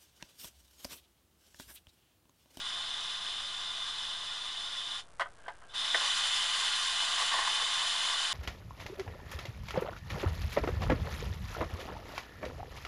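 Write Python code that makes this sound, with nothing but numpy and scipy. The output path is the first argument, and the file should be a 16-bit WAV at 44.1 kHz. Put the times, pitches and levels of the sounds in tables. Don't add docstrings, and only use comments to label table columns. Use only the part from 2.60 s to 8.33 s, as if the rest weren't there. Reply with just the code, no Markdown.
import sys
import numpy as np
from scipy import signal
from scipy.fft import rfft, irfft
from scipy.io import wavfile

SR = 44100
rng = np.random.default_rng(int(sys.argv[2]) if len(sys.argv) > 2 else 0)


def to_wav(s):
    ch = np.atleast_2d(s).T
    pcm = np.round(np.clip(ch, -1, 1) * 32767)
    wavfile.write(sys.argv[1], SR, pcm.astype(np.int16))


N = 252693
TIME, FREQS = np.arange(N) / SR, np.fft.rfftfreq(N, 1 / SR)

# frequency in Hz, relative level in dB.
ROOM_TONE = [(10, 5), (25, 4.5), (60, -2), (120, -6), (250, -12), (600, -9), (1350, -10), (1620, -13),
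             (2000, -17), (4000, -28), (7000, -36), (10000, -33), (11200, -55)]
MITT_TONE = [(200, -29), (550, -8), (1000, -10), (1450, -10), (1620, 0), (1850, -25), (3000, -15),
             (8000, -55)]
THUD_TONE = [(120, -36), (330, -10), (460, -9), (570, 1), (760, 2), (950, -22), (2500, -50)]
CLATTER_TONE = [(150, -41), (350, -24), (650, 3.5), (1250, 1), (1950, 10.5), (2350, -2.5), (3000, 0),
                (4800, -3.5), (6000, -9), (10000, -0.5), (12000, -25)]
DROP_TONE = [(150, -22), (400, -19), (640, -8.5), (900, -1), (1100, 7), (1350, -9), (1900, 0), (2300, -15),
             (3100, -9), (5000, -15.5), (10000, -44), (12000, -62)]
NARROW_JET_TONE = [(100, -25.5), (250, -24.5), (480, -28), (750, -14), (1500, -13), (2600, -12), (3600, -1),
                   (4400, -15), (6500, -19.5), (8200, -24.5), (10200, -21), (10900, -39), (11800, -41),
                   (12200, -47)]
# frequency in Hz, boost or cut in dB.
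WIDE_JET_CHANGE = [(250, -3.5), (1000, 2), (2000, 6), (3000, 6), (3600, -1), (4400, 6.5), (5200, 3),
                   (7000, 9), (11000, 6.5)]
# pitch in Hz, width in Hz, boost in dB.
VENT_RESONANCES = [(570, 25, 5), (687, 40, 4), (1066, 170, 8), (1205, 76, 6), (1421, 38, 6), (1627, 181, 6),
                   (1846, 68, 2), (2010, 133, 3), (2282, 70, -6), (2970, 162, 5), (3123, 187, 3),
                   (3263, 30, -4), (3453, 113, 4), (3572, 120, 7), (3871, 148, 4), (4016, 30, 6),
                   (4205, 68, 5), (4507, 38, 4), (4657, 103, 8), (4894, 107, 7), (5160, 220, 8.5),
                   (5445, 30, 8), (5956, 180, 6), (7198, 432, 6), (8553, 216, 3), (8909, 138, 4)]
# delay in milliseconds, strength (minus flips the wave).
CLOSE_ECHOES = [(1.814, -.06), (1.973, .1), (2.676, .08), (2.902, .08), (3.0, -.07), (4.49, .05),
                (4.739, .04), (6.304, -.07)]
# time into the mains cycle in milliseconds, level in dB.
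BUZZ_TICKS = [(.6, -49), (5.6, -46.5)]
# start in seconds, end in seconds, level in dB.
MITT_STROKES = [(2.775, 3.135, -63.5), (2.835, 2.87, -62)]
# pitch in Hz, relative level in dB, multiple of the knock's ring time.
LID_NOTES = [(360, -19.5, 3.1), (568, -3, 1.8), (707, 3, 1.14), (760, 3, 0.64), (988, 2, 1),
             (1170, -16, 0.63), (1242, 0, 1.3), (1528, 6, 1.14), (1710, -10, 0.78), (1943, 8.5, 0.23),
             (2420, -13, 1.6), (3240, 0, 1.2), (3550, -22, .9), (4300, -17, .7), (4800, -20, .6)]
# start in seconds, level in dB, treble cutoff in Hz,
# boosted pitch in Hz, loss per bounce in dB, ring time in seconds.
VALVE_KNOCKS = [(2.596, -21, 5500, 1180, -.3, .068), (2.658, -33, 2100, 1250, 8, .055),
                (2.863, -40.5, 2200, 1550, 18, .035), (2.881, -28, 3300, 930, 5, .06),
                (3.018, -48.5, 2000, 1200, 4, .06), (3.345, -13.8, 2400, 1850, 17, .042)]
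# start in seconds, end in seconds, level in dB.
WATER_GUSHES = [(3.135, 3.165, -46), (3.405, 3.5, -40), (4.595, 4.635, -37.5), (4.715, 4.85, -35),
                (4.86, 5.04, -45)]
# start in seconds, level in dB.
WATER_SPITS = [(4.789, -20), (4.874, -20), (5.022, -26)]
# start in seconds, end in seconds, flow in dB, opening from 0 to 1.
STEAM_RELEASES = [(-1, 2.39, -37.6, .07), (3.135, 6, -31.6, .96)]


def gain_of(db):
    return 10 ** (np.asarray(db) / 20)


def evened(x):
    return x / np.sqrt(np.mean(x ** 2) + 1e-20)


def curve(tone, freqs=FREQS):
    hz, db = np.transpose(tone)
    return np.interp(np.log(freqs + 1), np.log(hz + 1), db)


def colour(x, db):
    return irfft(rfft(x) * gain_of(db), N)


def noise(db):
    return evened(colour(rng.standard_normal(N), db))


def wander(rate_hz):
    return evened(irfft(rfft(rng.standard_normal(N)) / (1 + (FREQS / rate_hz) ** 2), N))


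def burst(tone, t, ring_s):
    gains = gain_of(curve(tone, np.fft.rfftfreq(len(t), 1 / SR)))
    spectrum = rfft(rng.standard_normal(len(t))) * gains
    return evened(irfft(spectrum, len(t))) * gain_of(-60 * t / ring_s)


def held(start, end, fade_s=.025):
    return np.clip(np.minimum(TIME - start, end - TIME) / fade_s + .5, 0, 1)


def no_bass(x, cutoff_hz):
    return signal.sosfilt(signal.butter(3, cutoff_hz, "high", fs=SR, output="sos"), x)


def add(mix, start_s, sound):
    part = mix[round(start_s * SR):][:len(sound)]
    part += sound[:len(part)]


def room_rumble(level_db=-60):
    return gain_of(level_db) * noise(curve(ROOM_TONE))


def mains_buzz(mains_hz=60, cutoff_hz=10300):
    ticks = np.zeros(N)
    for ms, db in BUZZ_TICKS:
        times = np.arange(ms / 1000, TIME[-1], 1 / mains_hz)
        ticks[(times * SR).astype(int)] = gain_of(db)
    softened = signal.sosfilt(signal.butter(12, cutoff_hz, fs=SR, output="sos"), ticks)
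    return no_bass(softened * abs(ticks).max() / abs(softened).max(), cutoff_hz=1500)


def kitchen_echoes(x, tail_s=.19, tail_db=-19):
    t = np.arange(SR // 3) / SR
    early, late = rng.standard_normal((2, len(t)))
    early *= gain_of(-60 * t / .07) * (t > .005)
    late *= gain_of(-60 * t / tail_s) * (t > .012)
    echoes = .25 * early / np.linalg.norm(early)
    echoes += gain_of(tail_db) * late / np.linalg.norm(late)
    return x + signal.fftconvolve(x, echoes)[:N]


def close_echoes(x):
    echoes = sum(gain * np.exp(-2j * np.pi * FREQS * ms / 1000) for ms, gain in CLOSE_ECHOES)
    return irfft(rfft(x) * (1 + echoes), N)


def mitt_rub(roughness_db=3.5):
    friction = noise(curve(MITT_TONE))
    strokes = sum(gain_of(db) * held(start, end) for start, end, db in MITT_STROKES)
    return friction * strokes * gain_of(roughness_db * wander(rate_hz=36))


def lid_ring(t, ring_s, clatter_db=2):
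    signs = rng.choice([-1, 1], len(LID_NOTES))
    notes = sum(sign * gain_of(db - 60 * t / (ring_s * stretch)) * np.sin(2 * np.pi * hz * t)
                for sign, (hz, db, stretch) in zip(signs, LID_NOTES))
    return evened(notes) + gain_of(clatter_db) * evened(burst(CLATTER_TONE, t, ring_s))


def valve_knocks(landings=3, bounce_s=.0112, contact_s=.0004, thud_db=-3.5, boost_db=9):
    out, t = np.zeros(N), np.arange(8192) / SR
    contact = 1 - np.exp(-t / contact_s)
    for start, db, cutoff_hz, pitch_hz, loss_db, ring_s in VALVE_KNOCKS:
        thud = no_bass(contact * burst(THUD_TONE, t, ring_s=.09), cutoff_hz=300)
        add(out, start, gain_of(thud_db + 2 * db) * thud)
        for bounce in range(landings):
            pitch_filter = signal.iirpeak(pitch_hz * .95 ** bounce, 4, SR)
            dull_filter = signal.butter(2, cutoff_hz * .78 ** bounce, fs=SR)
            blow = lid_ring(t, ring_s)
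            blow += gain_of(boost_db) * signal.lfilter(*pitch_filter, blow)
            blow = signal.lfilter(*dull_filter, blow)
            blow = no_bass(contact * blow, cutoff_hz=285)
            add(out, start + bounce * bounce_s, gain_of(db - bounce * loss_db) * blow / abs(blow).max())
    return out


def water_sputter(flow, opening, drops_per_s=900, wetting_s=1.5, steady_db=-43, drift_db=1.5):
    sizes = gain_of(np.minimum(rng.exponential(1, N), 3))
    drops = sizes * (rng.random(N) < drops_per_s / SR)
    t = np.arange(4096) / SR
    puff = gain_of(-60 * t / .055)
    power = signal.oaconvolve(drops ** 2, puff ** 2)[:N]
    crackle = evened(colour(np.sqrt(abs(power)) * rng.standard_normal(N), curve(DROP_TONE)))
    wetness = signal.lfilter([1], [1, -np.exp(-1 / (wetting_s * SR))], opening) * flow
    steady = wetness / wetness.max() * gain_of(steady_db + drift_db * wander(rate_hz=4))
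    gushes = sum(gain_of(db) * held(start, end) for start, end, db in WATER_GUSHES)
    out = crackle * np.hypot(steady, gushes)
    for start, db in WATER_SPITS:
        spit = burst(DROP_TONE, t, ring_s=.029) * (1 - np.exp(-t / .0026))
        add(out, start, gain_of(db) * spit / abs(spit).max())
    return no_bass(out, cutoff_hz=287)


def valve_motion(leak_s=.045, lift_s=.024, turn_s=.4, shut_s=.022, sag_db_per_s=.55):
    flow, opening = np.zeros(N), np.zeros(N)
    for start, end, db, width in STEAM_RELEASES:
        age = np.maximum(TIME - start, 0)
        closing = np.exp(-(np.maximum(TIME - end, 0) / shut_s) ** 1.4)
        lift = (1 - np.exp(-age / lift_s)) * closing
        turn = np.sin(np.pi / 2 * np.minimum(age / turn_s, 1))
        leak = gain_of(-22) * held(start - leak_s, start + lift_s, fade_s=lift_s)
        flow += (lift + leak) * gain_of(db - 3 * (1 - turn) - sag_db_per_s * age)
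        pinch = .5 * np.sin(np.pi * lift)
        opening += width * lift * turn ** 3 + pinch
    return flow, np.clip(opening, 0, 1)


def steam_hiss(flow, opening, flutter_db=.54, fizz_db=.65):
    vent_db = sum(db / (1 + (2 * (FREQS - hz) / width) ** 2) for hz, width, db in VENT_RESONANCES)
    narrow = noise(curve(NARROW_JET_TONE) + vent_db)
    wide = evened(colour(narrow, curve(WIDE_JET_CHANGE)))
    jet = (1 - opening) * narrow + opening * wide
    treble = colour(jet, curve([(3000, -40), (5000, 0)]))
    jet += treble * (gain_of(fizz_db * wander(rate_hz=58)) - 1)
    return jet * flow * gain_of(flutter_db * wander(rate_hz=15))


def scene():
    rumble = room_rumble()
    flow, opening = valve_motion()
    vent = close_echoes(steam_hiss(flow, opening) + water_sputter(flow, opening))
    cooker = vent + valve_knocks() + mitt_rub()
    return (kitchen_echoes(cooker) + rumble + mains_buzz())[None]


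def record(dry, cutoff_hz=12250, offset=-.0017):
    treble_cut = signal.firwin(511, cutoff_hz, window=("kaiser", 9), fs=SR)
    return offset + signal.oaconvolve(dry, treble_cut[None], "same")


dry = scene()
out = record(dry)
to_wav(out)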